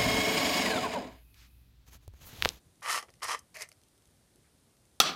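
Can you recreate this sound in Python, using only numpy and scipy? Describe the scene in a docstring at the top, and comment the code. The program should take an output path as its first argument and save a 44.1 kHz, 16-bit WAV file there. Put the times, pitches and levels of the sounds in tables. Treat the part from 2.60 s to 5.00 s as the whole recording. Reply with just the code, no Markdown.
"""A quiet room, one microphone close to a kitchen scale. Fingers sweep a heap of grit three times across
its steel pan: two strokes press down, the third only skims. Coarse chips knock while fine grit crackles
over them; single chips snap free during the strokes and tumble back after them. The pan rings briefly
under its load, and the hand bumps softly against the scale. Behind it all lie low rumble and hiss."""
import sys
import numpy as np
from scipy import signal
from scipy.fft import rfft, irfft
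from scipy.io import wavfile

SR = 44100
rng = np.random.default_rng(int(sys.argv[2]) if len(sys.argv) > 2 else 0)


def to_wav(sig):
    """Store sig (one row per channel, or 1-D mono) as 16-bit WAV at the path in sys.argv[1].

    Samples outside -1..1 are clipped; the rate is SR.
    """
    pcm = np.clip(np.atleast_2d(sig), -1, 1) * 32767
    pcm = np.round(pcm).astype(np.int16)
    wavfile.write(sys.argv[1], SR, pcm.T)  # frames by channels


N = 105840

# The swell of the three strokes, one list each.
# Each row: time in seconds, relative level of the coarse chips in dB, that of the fine grit in dB.
STROKE_SWELLS = [
    [(.218, -68, -86), (.222, -47, -64), (.231, -43, -47.5), (.252, -38, -48.5), (.298, -31.5, -34.5),
     (.33, -32, -33.5), (.37, -32.5, -36), (.39, -35.5, -40.5), (.416, -53.5, -56), (.424, -55, -67),
     (.436, -51, -60), (.466, -82, -77)],
    [(.617, -63, -72), (.621, -37, -50), (.634, -37.5, -38), (.666, -41, -46), (.694, -32.5, -37),
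     (.722, -32.5, -41), (.738, -35.5, -38.5), (.749, -33, -42), (.762, -47.5, -54.5), (.784, -53, -61),
     (.81, -84, -70)],
    [(.941, -80, -74), (.944, -50, -53), (.965, -48, -53.5), (.991, -48.5, -52), (1.02, -44.5, -44.5),
     (1.038, -50, -52), (1.067, -64, -73), (1.08, -75, -76)],
]
# The colour of each stroke at the microphone. Each row: frequency in Hz, gain in dB.
FIRST_PRESS_EQ = [(88, -62), (150, -40), (204, -29), (416, -19.5), (459, -11), (545, -13.5), (900, -7),
                  (1200, 3), (1510, -10), (1950, -0.5), (2270, -8.5), (3090, -12), (3670, -20), (5300, -14),
                  (7940, -21), (10400, -19), (15000, -36.5)]
SECOND_PRESS_EQ = [(150, -40), (337, -21), (468, -11.5), (600, -13.5), (800, -9), (1130, 1), (1510, -12.5),
                   (1900, -6), (2810, -14.5), (3090, -10), (3670, -22), (5000, -14.5), (6060, -13.5),
                   (7210, -19.5), (9630, -19), (15000, -37.5)]
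SKIM_EQ = [(150, -22), (280, -29), (430, -4), (510, -17), (610, 3.5), (800, -12.5), (1160, -4),
           (1650, -7.5), (2100, 4), (3100, -9.5), (3600, -17.5), (4460, -8), (6500, -9.5), (8750, -14.5),
           (10200, -12), (15000, -27)]
# Single chips that snap or tumble; smaller ones click higher. Each row: start in seconds, relative
# knock level in dB, relative click level in dB, lower edge of the click in Hz, decay time in seconds.
CHIP_HITS = [(0.2276, -55, -47, 4500, .002), (.2605, -30, -45, 3600, 0.0014),
             (0.2996, -27.5, -44, 3600, 0.0029), (.305, -30, -33.5, 7000, 0.0022),
             (0.3123, -28.5, -34, 3600, 0.0019), (0.3267, -27.5, -32.5, 4500, 0.0029),
             (.332, -27.5, -32.5, 3600, 0.0018), (0.3758, -29.5, -38, 3600, .0015),
             (0.426, -42, -45.5, 4000, 0.0027), (0.485, -57, -76, 3600, 0.0048),
             (0.4916, -54.5, -68, 3600, .003), (0.503, -70, -55.5, 4500, .002),
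             (.5388, -67, -55.5, 3000, 0.0016), (0.555, -71, -62, 3600, .0015),
             (0.606, -57, -74, 3600, 0.0016), (0.63, -33, -36, 5000, 0.0042),
             (0.6347, -32.5, -44, 5000, 0.0014), (.642, -39, -34.5, 7000, 0.0038),
             (0.65, -32.5, -53, 3600, 0.0022), (0.6949, -27.5, -39, 3600, 0.0019),
             (0.7155, -32, -34, 3600, 0.0059), (.730, -32.5, -44, 3600, 0.0012),
             (0.7474, -28, -51, 3600, 0.0024), (0.7911, -60, -42.5, 5500, 0.0024),
             (0.9525, -43, -50.5, 10000, .003), (0.962, -38.5, -58, 7000, 0.0027),
             (0.9692, -40, -39.5, 4500, 0.0013), (1.009, -35.5, -38, 4000, 0.0013),
             (1.020, -43, -32, 3600, 0.002), (1.025, -39, -35.5, 3600, 0.0022),
             (1.0887, -57.5, -48, 6500, 0.003), (1.117, -48, -47.5, 4000, 0.00095),
             (1.126, -63, -56, 4500, .002)]
# The ring of the steel pan. Each row: frequency in Hz, relative gain in dB, seconds to fall by 60 dB.
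STEEL_MODES = [(645, -5, 0.11), (930, -9.5, .07), (1166, -8, 0.061), (1336, -6, 0.064), (1823, -3, 0.064),
               (2012, -1, 0.108), (3020, -4.5, 0.097), (3150, -2, 0.09), (4020, 3, 0.1), (4470, -12, 0.066),
               (5240, -3, 0.047), (5400, -1, 0.056), (6300, 7.5, 0.0473), (7640, -2.5, 0.081),
               (8300, 5, .07)]
# Room tone and hiss. Each row: frequency in Hz, relative level in dB.
ROOM_TONE_EQ = [(15, -36), (25, -21.5), (48, -5), (77, 1), (167, -3), (196, -7.5), (231, -5.5), (354, -9.5),
                (621, -14), (1030, -19), (2780, -23.5), (3730, -21.5), (7280, -23.5), (9270, -19),
                (15000, -33.5)]

COARSE_PER_S, COARSE_SPREAD_DB, COARSE_DECAY_S, COARSE_DB = 2000, 4, 0.00095, -3
FINE_PER_S, FINE_SPREAD_DB, FINE_DECAY_S, FINE_DB = 3600, 3, 0.00074, -2
SPLIT_HZ = 3400  # coarse chips sound below this, fine grit above
PAN_DB = -4.5
SETTLE_PER_S, SETTLE_DB = 12, -82
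ROOM_T60_S, ROOM_DB, ROOM_DULL_HZ = 0.16, -22.5, 3500
ROOM_TONE_DB, RUMBLE_WAVER_DB = -66.5, 1.5
TOP_HZ = 15300

# The hand bumping and rubbing against the scale.
# Each row: start in seconds, level in dB, band centre in Hz, decay time in seconds.
HAND_CONTACTS = [(.05, -61.5, 89, 0.018), (.425, -56, 583, 0.011), (0.479, -63.5, 500, 0.01),
                 (.53, -61.5, 75, 0.017), (1.749, -66, 229, 0.017), (1.835, -74, 1710, 0.02)]


def stroke(swell, colour):
    """One sweep of the fingers, close up: coarse chips rattle, fine grit crackles."""
    times, coarse_db, fine_db = np.array(swell).T
    t = np.arange(N) / SR
    envelope = lambda db: undb(np.interp(t, times, db, left=-np.inf, right=-np.inf))
    coarse = grains(COARSE_PER_S, COARSE_SPREAD_DB, COARSE_DECAY_S)
    coarse = unit(cut(tint(coarse, colour), SPLIT_HZ, "low"))
    fine = grains(FINE_PER_S, FINE_SPREAD_DB, FINE_DECAY_S)
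    fine = unit(cut(tint(fine, colour), SPLIT_HZ, "high"))
    return coarse * envelope(coarse_db + COARSE_DB) + fine * envelope(fine_db + FINE_DB)


def grains(per_s, spread_db, decay_s, stones=24):
    """Collisions at random moments and of uneven size, shared among differently ringing stones."""
    collides = rng.random(N) < per_s / SR
    hits = collides * undb(spread_db * np.minimum(rng.standard_normal(N), 2))
    struck = rng.integers(0, stones, N)
    return sum(through(hits * (struck == k), stone_ring(decay_s)) for k in range(stones))


def stone_ring(decay_s, size=2048):
    """The short irregular ring of one stone, with unit energy."""
    ring = rng.standard_normal(size) * np.exp(-np.arange(size) / SR / decay_s)
    return ring / np.linalg.norm(ring)


def chips():
    """Each chip gives a knock and a click, coloured like the stroke that loosened it."""
    second_s, skim_s = STROKE_SWELLS[1][0][0], STROKE_SWELLS[2][0][0]
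    out = np.zeros(N)
    for at, knock_db, click_db, click_hz, decay_s in CHIP_HITS:
        colour = FIRST_PRESS_EQ if at < second_s else SECOND_PRESS_EQ if at < skim_s else SKIM_EQ
        ring = tint(stone_ring(decay_s), colour)
        knock = undb(knock_db) * unit(cut(ring, SPLIT_HZ, "low"))
        click = undb(click_db) * unit(cut(ring, click_hz, "high"))
        onset_gain = np.sqrt(decay_s * SR / 2 / len(ring))  # refers the levels to the start of the hit
        start = int(at * SR)
        out[start:start + len(ring)] += (knock + click) * onset_gain
    return out


def pan(grit):
    """The steel pan's damped modes, driven by the grit."""
    t = np.arange(SR // 4) / SR
    response = 0
    for hz, db, t60 in STEEL_MODES:
        damping = np.log(1000) / t60
        mode = np.exp(-damping * t) * np.cos(2 * np.pi * hz * t)
        response += undb(db) * 2 * damping / SR * mode
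    return undb(PAN_DB) * through(grit, response)


def hand_bumps():
    """Soft contacts of skin on the scale that swell and die away, each an octave of noise."""
    t = np.arange(N) / SR
    out = np.zeros(N)
    for at, db, hz, decay_s in HAND_CONTACTS:
        age = np.maximum(t - at, 0) / decay_s
        dull_noise = cut(rng.standard_normal(N), hz * np.sqrt(2), "low")
        body = unit(cut(dull_noise, hz / np.sqrt(2), "high"))
        out += undb(db) * body * age * np.exp(1 - age)
    return out


def settling():
    """Faint ticks of stray grains creeping in the heap."""
    ticks = grains(SETTLE_PER_S, spread_db=4, decay_s=FINE_DECAY_S, stones=4)
    return undb(SETTLE_DB) * unit(cut(tint(ticks, FIRST_PRESS_EQ), 3500, "high"))


def room_tail(near):
    """The furnished room returns a short, dull tail, reaching the microphone 6 ms late."""
    t = np.arange(SR // 2) / SR
    reflections = cut(rng.standard_normal(len(t)), ROOM_DULL_HZ, "low", order=1)
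    tail = reflections * undb(-60 * t / ROOM_T60_S) * (t > .006)
    return undb(ROOM_DB) * through(near, tail / np.linalg.norm(tail))


def room_tone():
    """Low room rumble that wavers a little, under even hiss."""
    noise = undb(ROOM_TONE_DB) * unit(tint(rng.standard_normal(N), ROOM_TONE_EQ))
    rumble = cut(noise, 400, "low", order=1)
    drift = unit(cut(rng.standard_normal(N), 13.5, "low", order=2))
    return noise + (undb(RUMBLE_WAVER_DB * drift) - 1) * rumble


def undb(db):
    """Decibels to amplitude."""
    return 10 ** (np.asarray(db) / 20)


def unit(x):
    """Scale to rms 1."""
    return x / np.sqrt(np.mean(x ** 2) + 1e-18)


def through(x, response):
    """Pass a sound through an impulse response."""
    return signal.fftconvolve(x, response)[:len(x)]


def cut(x, hz, kind, order=4):
    """Low-pass or high-pass."""
    return signal.sosfilt(signal.butter(order, hz, kind, fs=SR, output="sos"), x)


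def tint(x, points, size=4096):
    """Causal filter that follows (Hz, dB) points."""
    hz, db = np.array(points).T
    bin_hz = np.arange(size // 2 + 1) * SR / size
    gain = undb(np.interp(np.log(bin_hz + 1), np.log(hz), db))
    cepstrum = irfft(np.log(gain))
    cepstrum[1:size // 2] *= 2  # minimum phase: nothing rings ahead of a hit
    cepstrum[size // 2 + 1:] = 0
    return through(x, irfft(np.exp(rfft(cepstrum))))


def scene():
    """Grit, pan and hand close to the microphone, the room behind them, in mono."""
    colours = (FIRST_PRESS_EQ, SECOND_PRESS_EQ, SKIM_EQ)
    sweeps = sum(stroke(swell, colour) for swell, colour in zip(STROKE_SWELLS, colours))
    grit = sweeps + chips() + settling()
    near = grit + pan(grit) + hand_bumps()
    return (near + room_tail(near) + room_tone())[None]


def record(dry):
    """The recorder cuts the top treble steeply."""
    return signal.sosfilt(signal.ellip(10, .2, 70, TOP_HZ, fs=SR, output="sos"), dry)


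dry = scene()
out = record(dry)
to_wav(out)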